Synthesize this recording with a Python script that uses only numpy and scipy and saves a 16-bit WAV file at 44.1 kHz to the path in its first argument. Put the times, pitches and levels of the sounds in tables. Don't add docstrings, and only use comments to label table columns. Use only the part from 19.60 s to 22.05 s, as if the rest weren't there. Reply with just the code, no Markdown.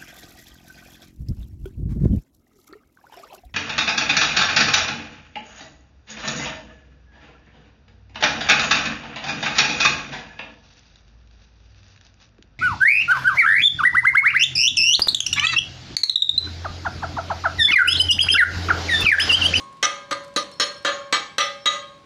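import sys
import numpy as np
from scipy import signal
from scipy.fft import rfft, irfft
from scipy.io import wavfile
from scipy.ndimage import uniform_filter1d, minimum_filter1d

SR = 44100
rng = np.random.default_rng(int(sys.argv[2]) if len(sys.argv) > 2 else 0)


def makeup_ratio(level_db):
    decades = np.asarray(level_db, float) / 20
    return 10 ** decades


def persist_wave(psi):
    counts = np.round(np.clip(psi, -1, 1) * 32767).astype(np.int16)
    wavfile.write(sys.argv[1], SR, np.atleast_2d(counts).T)


N = 108045
LEAD = 4410
DRIVE_DB = 2.5


def at_hz(points, hz):
    points = np.array(points)
    return np.interp(np.log(hz), np.log(points[:, 0]), points[:, 1])


def dying(t, t60_s):
    return np.exp(-np.log(1000) * t / t60_s)


def filtered(x, order, hz, kind="low"):
    return signal.sosfilt(signal.butter(order, hz, kind, fs=SR, output="sos"), x)


# hz, level_db
FLOOR_SPECTRUM = [(25, -24), (55, -9.5), (150, -1), (400, -9.5), (1000, -15), (4000, -19.5), (9000, -35.5),
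                  (14000, -52)]
FLOOR_DB = -53.5


def floor():
    hz = np.maximum(np.arange(N // 2 + 1) * SR / N, 10)
    x = irfft(rfft(rng.standard_normal(N)) * makeup_ratio(at_hz(FLOOR_SPECTRUM, hz)), N)
    return makeup_ratio(FLOOR_DB) * x / x.std()


# start_s, peak_db, thump_db (bench), clatter_db, clatter_tilt_db_per_octave
BLOWS = [
    (-.04, -18, -6, -9.5, 8.5),
    (0.2269, -15.5, 1.5, 6.5, 2),
    (0.5096, -17.5, 2, 1, -0.5),
    (0.761, -18, 10.5, 2.5, 2),
    (0.9978, -14, 3.5, 6, 3),
    (1.248, -16, 4.5, 8, 0),
    (1.5250, -19, 7, 12.5, 1),
    (1.7818, -15, 1.5, 8, 3),
    (2.0569, -13, 0, 5.5, 3),
]


def each_blow(sound):
    out = np.zeros(N + LEAD)
    starts = [int(blow[0] * SR) + LEAD for blow in BLOWS] + [N + LEAD]
    for k, start in enumerate(starts[:-1]):
        end = min(starts[k + 1] + 880, N + LEAD)
        t = np.arange(end - start, dtype=np.float32) / SR
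        out[start:end] += sound(k, t)
    return out


# delay_s, loss_db, ring_time_factor
LANDINGS = [(0.013, 29, 0.87), (0.0298, 21.5, 1.234), (0.0223, 16.5, 0.91), (0.07, 34, 0.8),
            (0.044, 13, 0.86), (0.026, 5, 1), (0.078, 7, 0.81), (0.031, 1.5, 0.94), (0.034, 8.5, 1.002)]
# delay_s, strength_db, bench_tilt_db_per_octave
BOUNCES = [(.02, -20, -6), (0.022, -10, -0.8), (.016, 2.5, -1.2), (0.011, -7, -2), (0.033, -30, 0),
           (0.028, 0.5, -1), (0.013, -9, 0.5), (0.0223, 1, -1.2), (.014, -3, -0.8)]
RISE_S, BOUNCE_S, LAND_S, STOP_S = 0.0014, 0.018, 0.0015, 0.0025


def envelope(k, t, t60_s, choked):
    land_s, loss_db, factor = LANDINGS[k]
    bounce_s, bounce_db, _ = BOUNCES[k]
    until_s = BLOWS[k + 1][0] - BLOWS[k][0] if k + 1 < len(BLOWS) else 1
    rise = 1 - np.exp(-t / RISE_S)
    since = np.maximum(t - bounce_s, 0)
    touch = makeup_ratio(bounce_db) * (1 - np.exp(-since / LAND_S)) * np.exp(-since / BOUNCE_S)
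    again = 1 + touch * np.sqrt(np.abs(choked))[:, None]
    landed = np.clip((t - land_s) / LAND_S, 0, 1)
    choke = makeup_ratio(-loss_db * np.outer(choked, landed))
    stop = np.exp(-np.maximum(t - until_s, 0) / STOP_S)
    return again * dying(t, factor * t60_s[:, None]) * choke * rise * stop


def bursts(rows, t60_s, low_hz, high_hz):
    out, t = np.zeros(N + LEAD + 4410), np.arange(4410) / SR
    for start_s, db in rows:
        start = int(start_s * SR) + LEAD
        out[start:start + 4410] += makeup_ratio(db) * rng.standard_normal(4410) * dying(t, t60_s)
    return filtered(out, 2, [low_hz, high_hz], "band")[:N + LEAD]


def cracks():
    return bursts([(blow[0], blow[1] - 16.5) for blow in BLOWS], 0.0043, 8240, 13000)


GLIDES = [0.045, 0.019, 0.017, 0.036, .1, 0.036, 0.094, 0.059, 0.022]
GLIDE_S, SWELL_S = 0.0191, 0.013
FLUTTER_DB, FLUTTER_PER_S = 2.5, 40.3
SHRILL_HZ = 6000


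def struck(hz, db, t60_s, choked, flutter_db, glide=0):
    phase = rng.uniform(0, 2 * np.pi, db.shape)
    knots = rng.standard_normal(db.shape + (40,))

    def sound(k, t):
        coarse = np.arange(len(t) // 16 + 2) * 16 / SR
        at = np.minimum(coarse * FLUTTER_PER_S, 38)
        knot, between = at.astype(int), at % 1
        waver = knots[k][:, knot] * (1 - between) + knots[k][:, knot + 1] * between
        shape = envelope(k, coarse, t60_s, choked) * makeup_ratio(flutter_db[:, None] * waver)
        shape *= 1 - np.outer(glide * hz > 0, np.exp(-coarse / SWELL_S))
        step, part = np.divmod(np.arange(len(t)), 16)
        shape = shape[:, step] + np.diff(shape)[:, step] * (part / 16)
        lag = np.outer(GLIDES[k] * glide * hz, GLIDE_S * (1 - np.exp(-t / GLIDE_S)))
        cycles = np.outer(hz, t) - lag
        return makeup_ratio(db[k]) @ (np.sin(2 * np.pi * cycles + phase[k, :, None]) * shape)
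    return each_blow(sound)


PLATE_HZ = [
    [563.5],
    [582],
    [812, 2160],
    [1009],
    [1089],
]
PIECE_HZ = [
    [1200, 1228, 1240],
    [1306, 1995, 1965],
    [1550, 1475, 1760, 1812],
    [1603],
    [2312, 2575, 2960],
]
SEAM_HZ = [
    [3177, 3213, 2850],
    [3297, 3456],
    [3818, 3786],
    [5830, 5996, 5968],
    [7882, 11800],
]
HAMMER_HZ = [
    [3890, 4035],
    [4160, 4225, 4580, 4790],
    [4288],
    [5385],
    [8440, 9610, 10190, 8800, 14080, 14260],
]
TIP_HZ = [
    [6676, 6640],
    [10970, 11040],
    [14170, 14350],
]
# level_db, t60_s
PLATE = [(-22.0, 1.05), (-28, 0.69), (-36, 0.79), (-34, 0.68), (-35.0, 1.25), (-30.0, 1.42)]
# level_db, t60_s
PIECE = [(-14, 0.28), (-5, 0.42), (-17, 0.43), (-15, 0.28), (-12.5, 0.33), (-21.5, 0.42), (-11.5, 0.11),
         (-32, 0.31), (-28.5, 0.4), (-37, 0.39), (-15.5, 0.6), (-26, 0.64), (-22.5, 0.4), (-20.5, 0.28)]
# level_db, t60_s
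SEAM = [(-16, 0.29), (-18.5, 0.49), (-29.5, 0.35), (-14, 0.22), (-19.0, 0.37), (-9.5, 0.3), (-19, 0.24),
        (-23.0, 0.39), (-22.5, 0.27), (-23.5, 0.49), (-26.5, 0.19), (-53, 0.2)]
# level_db, t60_s
HAMMER = [(-14, 0.28), (-9.5, 0.059), (-23, 0.21), (-15, 0.28), (-18.5, 0.17), (-30, 0.19), (-25, 0.64),
          (-22.5, 0.95), (-59, 0.16), (-38, 0.17), (-48, 0.29), (-44, 0.4), (-55, 0.2), (-50, 0.18)]
# level_db, t60_s
TIP = [(-20, 0.41), (-13, 0.12), (-43, .4), (-49, .15), (-58, .15), (-58, .12)]
PLATE_SHARES = [(-11.5, -13, -1, 4.5, 12.5), (1.5, 2.5, 5, 6, -3), (5, 3, 0, 9, -1.0), (5, 11, 5, 10.5, 3),
                (-1, 8, -2, 0, -4), (7, 9, 6.5, -15, 10.5), (-8, -10, 15.5, -8, 5), (1.5, 6, 10.5, -19, -6),
                (-0.5, 6, 0.0, -17, 6)]
PIECE_SHARES = [(-14, -21, -9.0, -14.5, -12.0), (0.5, 6.5, 7, -1.5, 2), (-2.5, -3, -17, 0, -12),
                (-1.5, -3, 5.5, -20, -7), (-6, -10.5, 6, 2.5, 1), (-2.5, -4.5, 10, 1, 2),
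                (4.5, 6, 16, 5, 4.0), (1.5, 5.5, 1, -0.5, 2), (3.5, 4, -22, -7.5, -14)]
SEAM_SHARES = [(-5, -22, -10, -38, -21), (-9, 3, 0, 15.5, 0.0), (-13, -16.5, -17.5, -3.5, 2),
               (-12, -2.5, -2, 3.5, -12), (2.5, -3.5, 0, -3, -15), (2.5, -2, 1, -2.5, -1),
               (7, -6, 4.5, 3.5, 20.5), (1.5, 5.5, -2, 2, 1), (6.5, 6.5, 9.5, -1.0, -6.0)]
HAMMER_SHARES = [(-10, -5, -11, -13, 0), (-11, -19, 2.0, 15, 3), (-11, -0.5, -3.0, -8.0, 5),
                 (9.5, 7.5, 6.5, 5, 16.5), (2, 8.5, 12.0, 8, 8.5), (0.5, 0, -2, -5.5, -2),
                 (8, 8, -12, 3, -4), (-5, -2.5, -21, -1.5, 4), (6.5, -19, -4, -19, -8)]
TIP_SHARES = [(-8, -8, -8), (-0.5, 9, 4), (-6.5, 0, 1), (-1, 1.5, 7), (7, 10, 4), (3, -2, -3),
              (8.5, -3, 1.5), (-21, -6, 1.5), (4.5, 2, -3)]
CHOKED = [(0.13, 0.17, 0.05, 0.048, 0.031), (0.21, 0.39, 0.63, 0.14, 0.16), (0.6, 0.55, 1, 0.96, .3),
          (.29, 0.28, 0.22, 1.3, 0.1)]
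TIP_CHOKED = [0.51, .2, .3]


def steel():
    families = PLATE_HZ + PIECE_HZ + SEAM_HZ + HAMMER_HZ + TIP_HZ
    hz = np.concatenate(families)
    family = np.repeat(np.arange(len(families)), [len(f) for f in families])
    db, t60_s = np.transpose(PLATE + PIECE + SEAM + HAMMER + TIP)
    shares = np.hstack([PLATE_SHARES, PIECE_SHARES, SEAM_SHARES, HAMMER_SHARES, TIP_SHARES])[:, family]
    choked = np.append(CHOKED, TIP_CHOKED)[family]
    scatter_db = 1.0 * rng.standard_normal(shares.shape)
    db = db + shares + np.array(BLOWS)[:, 1:2] + scatter_db
    flutter_db = FLUTTER_DB * np.sqrt(np.abs(choked)) * (1.22 + hz / SHRILL_HZ)
    bending = family == len(PLATE_HZ)
    return struck(hz, db, t60_s, choked, flutter_db, bending)


# pitch_hz, level_db, t60_s
RUSH = [(670, -58, 0.075), (1085, -31.5, 0.15), (1727, -23.5, 0.14), (3045, -30.5, 0.26), (3460, -26, 0.23),
        (5750, -31, 0.087), (8200, -61, 0.04), (11600, -72, 0.089)]
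CLATTER_CHOKED = 0.55


def rush():
    hz, db, t60_s = np.transpose(RUSH)
    bands = np.array([filtered(rng.standard_normal(N), 3, [f / 1.203, f * 1.228], "band") for f in hz])
    bands /= bands.std(axis=1, keepdims=True)

    def sound(k, t):
        _, peak_db, _, own_db, tilt = BLOWS[k]
        gains = makeup_ratio(db + 8 + peak_db + own_db + tilt * np.log2(hz / 2500))
        noise = bands[:, k * 9000:][:, :len(t)]
        return gains @ (noise * envelope(k, t, t60_s, CLATTER_CHOKED + 0 * hz))
    return each_blow(sound)


# hz, level_db
CLATTER = [(150, -34.5), (420, -23), (978, -23.5), (1200, -5.5), (1430, -17.5), (3890, -19), (8040, -27.5),
           (14500, -59), (15500, -103)]
CLATTER_DB, CLATTER_T60_S, CLATTER_T60_SLOPE = -9, 0.087, -0.45


def clatter():
    hz = np.linspace(16, 124, num=130) ** 2 * rng.uniform(0.96, 1.02, size=130)
    _, peak_db, _, own_db, tilt = np.transpose(BLOWS)[:, :, None]
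    db = CLATTER_DB + peak_db + own_db + tilt * np.log2(hz / 2500) + at_hz(CLATTER, hz)
    db = db + 5 * rng.standard_normal(db.shape)
    t60_s = CLATTER_T60_S * (hz / 2500) ** CLATTER_T60_SLOPE * rng.uniform(0.34, 1.54, len(hz))
    flutter_db = FLUTTER_DB * (0.58 + hz / SHRILL_HZ)
    return struck(hz, db, t60_s, CLATTER_CHOKED + 0 * hz, flutter_db)


# pitch_hz, level_db, t60_s
THUMP = [(122, -25, 0.049), (209.5, -18, 0.048), (302, -20.5, 0.081), (410.7, -21.5, 0.11),
         (517.4, -10, 0.075)]


def bench():
    hz, db, t60_s = np.transpose(THUMP)
    blow_db = np.array(BLOWS)[:, 1:3].sum(axis=1, keepdims=True)
    tilt_db = np.outer(np.array(BOUNCES)[:, 2], np.log2(hz / 300))
    db = db + blow_db + tilt_db
    return struck(hz, db + 1.4 * rng.standard_normal(db.shape), t60_s, 0 * hz, 0 * hz)


ROOM_DB, ROOM_T60_S, ROOM_DULL_HZ, ROOM_GAP_S = -6.5, 0.46, 4580, 0.0026


def room(x):
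    t = np.arange(SR) / SR
    noise = rng.standard_normal(SR) * (t > ROOM_GAP_S)
    low = filtered(noise, 1, ROOM_DULL_HZ)
    tail = low * dying(t, ROOM_T60_S) + (noise - low) * dying(t, 0.75 * ROOM_T60_S)
    tail /= np.sqrt(np.sum(tail ** 2))
    return makeup_ratio(ROOM_DB) * signal.fftconvolve(x, tail)[:len(x)]


# start_s, level_db
TICKS = [(.127, -47.5), (.170, -53), (.638, -46.5), (.646, -41), (.68, -48), (.740, -49), (.915, -39.5),
         (.938, -47), (1.122, -50), (1.18, -47), (1.227, -49), (1.5295, -41), (2.071, -44)]


def ticks():
    return bursts(TICKS, t60_s=0.021, low_hz=2530, high_hz=8300)


# start_s, pitch_hz, level_db, length_s
RINGS_AGAIN = [(.342, 5998, -41, .018), (.921, 5385, -47, .022), (.956, 5385, -50, .011),
               (.972, 5385, -52, .03), (1.077, 5385, -37, .010), (1.142, 5385, -43, .008),
               (1.163, 5385, -45, .059), (1.227, 5385, -51, .03), (.918, 4285, -47, .09)]
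RING_AGAIN_T60_S = 0.47


def rings_again():
    t = np.arange(N + LEAD) / SR - LEAD / SR
    out = np.zeros(N + LEAD)
    for start_s, hz, db, length_s in RINGS_AGAIN:
        gate = np.clip(np.minimum(t - start_s, start_s + length_s - t) / RISE_S, 0, 1)
        gate = gate * dying(np.maximum(t - start_s, 0), RING_AGAIN_T60_S)
        out += makeup_ratio(db - DRIVE_DB) * np.sin(2 * np.pi * hz * t) * gate
    return out


STEEL_WET = 0.34
MIC_LOW_HZ, ROUGH_TOP_HZ = 94, 12900


def scene():
    crack = cracks()
    clear = steel() + rings_again()
    rough = filtered(rush() + clatter() + bench() + ticks(), 6, ROUGH_TOP_HZ)
    heard = clear + rough + crack + room(STEEL_WET * clear + rough)
    heard = filtered(heard, 2, MIC_LOW_HZ, "high")
    return (makeup_ratio(DRIVE_DB) * heard[LEAD:] + floor())[None]


def roll_off(x):
    return signal.sosfilt(signal.butter(12, 16470, fs=SR, output="sos"), x)


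LIMIT_DB, RELEASE_DB_PER_S, LOOKAHEAD_S = -6.7, 203, 0.003


def record(dry):
    ahead = max(int(LOOKAHEAD_S * SR), 2)
    slope = RELEASE_DB_PER_S * np.arange(N) / SR
    over = np.maximum(20 * np.log10(np.abs(dry[0]) + 1e-9) - LIMIT_DB, 0)
    held = np.maximum.accumulate(over + slope) - slope
    held = -minimum_filter1d(-held, size=2 * ahead + 1)
    held = uniform_filter1d(held, size=ahead)
    return roll_off(dry * makeup_ratio(-held))


dry = scene()
out = record(dry)
persist_wave(out)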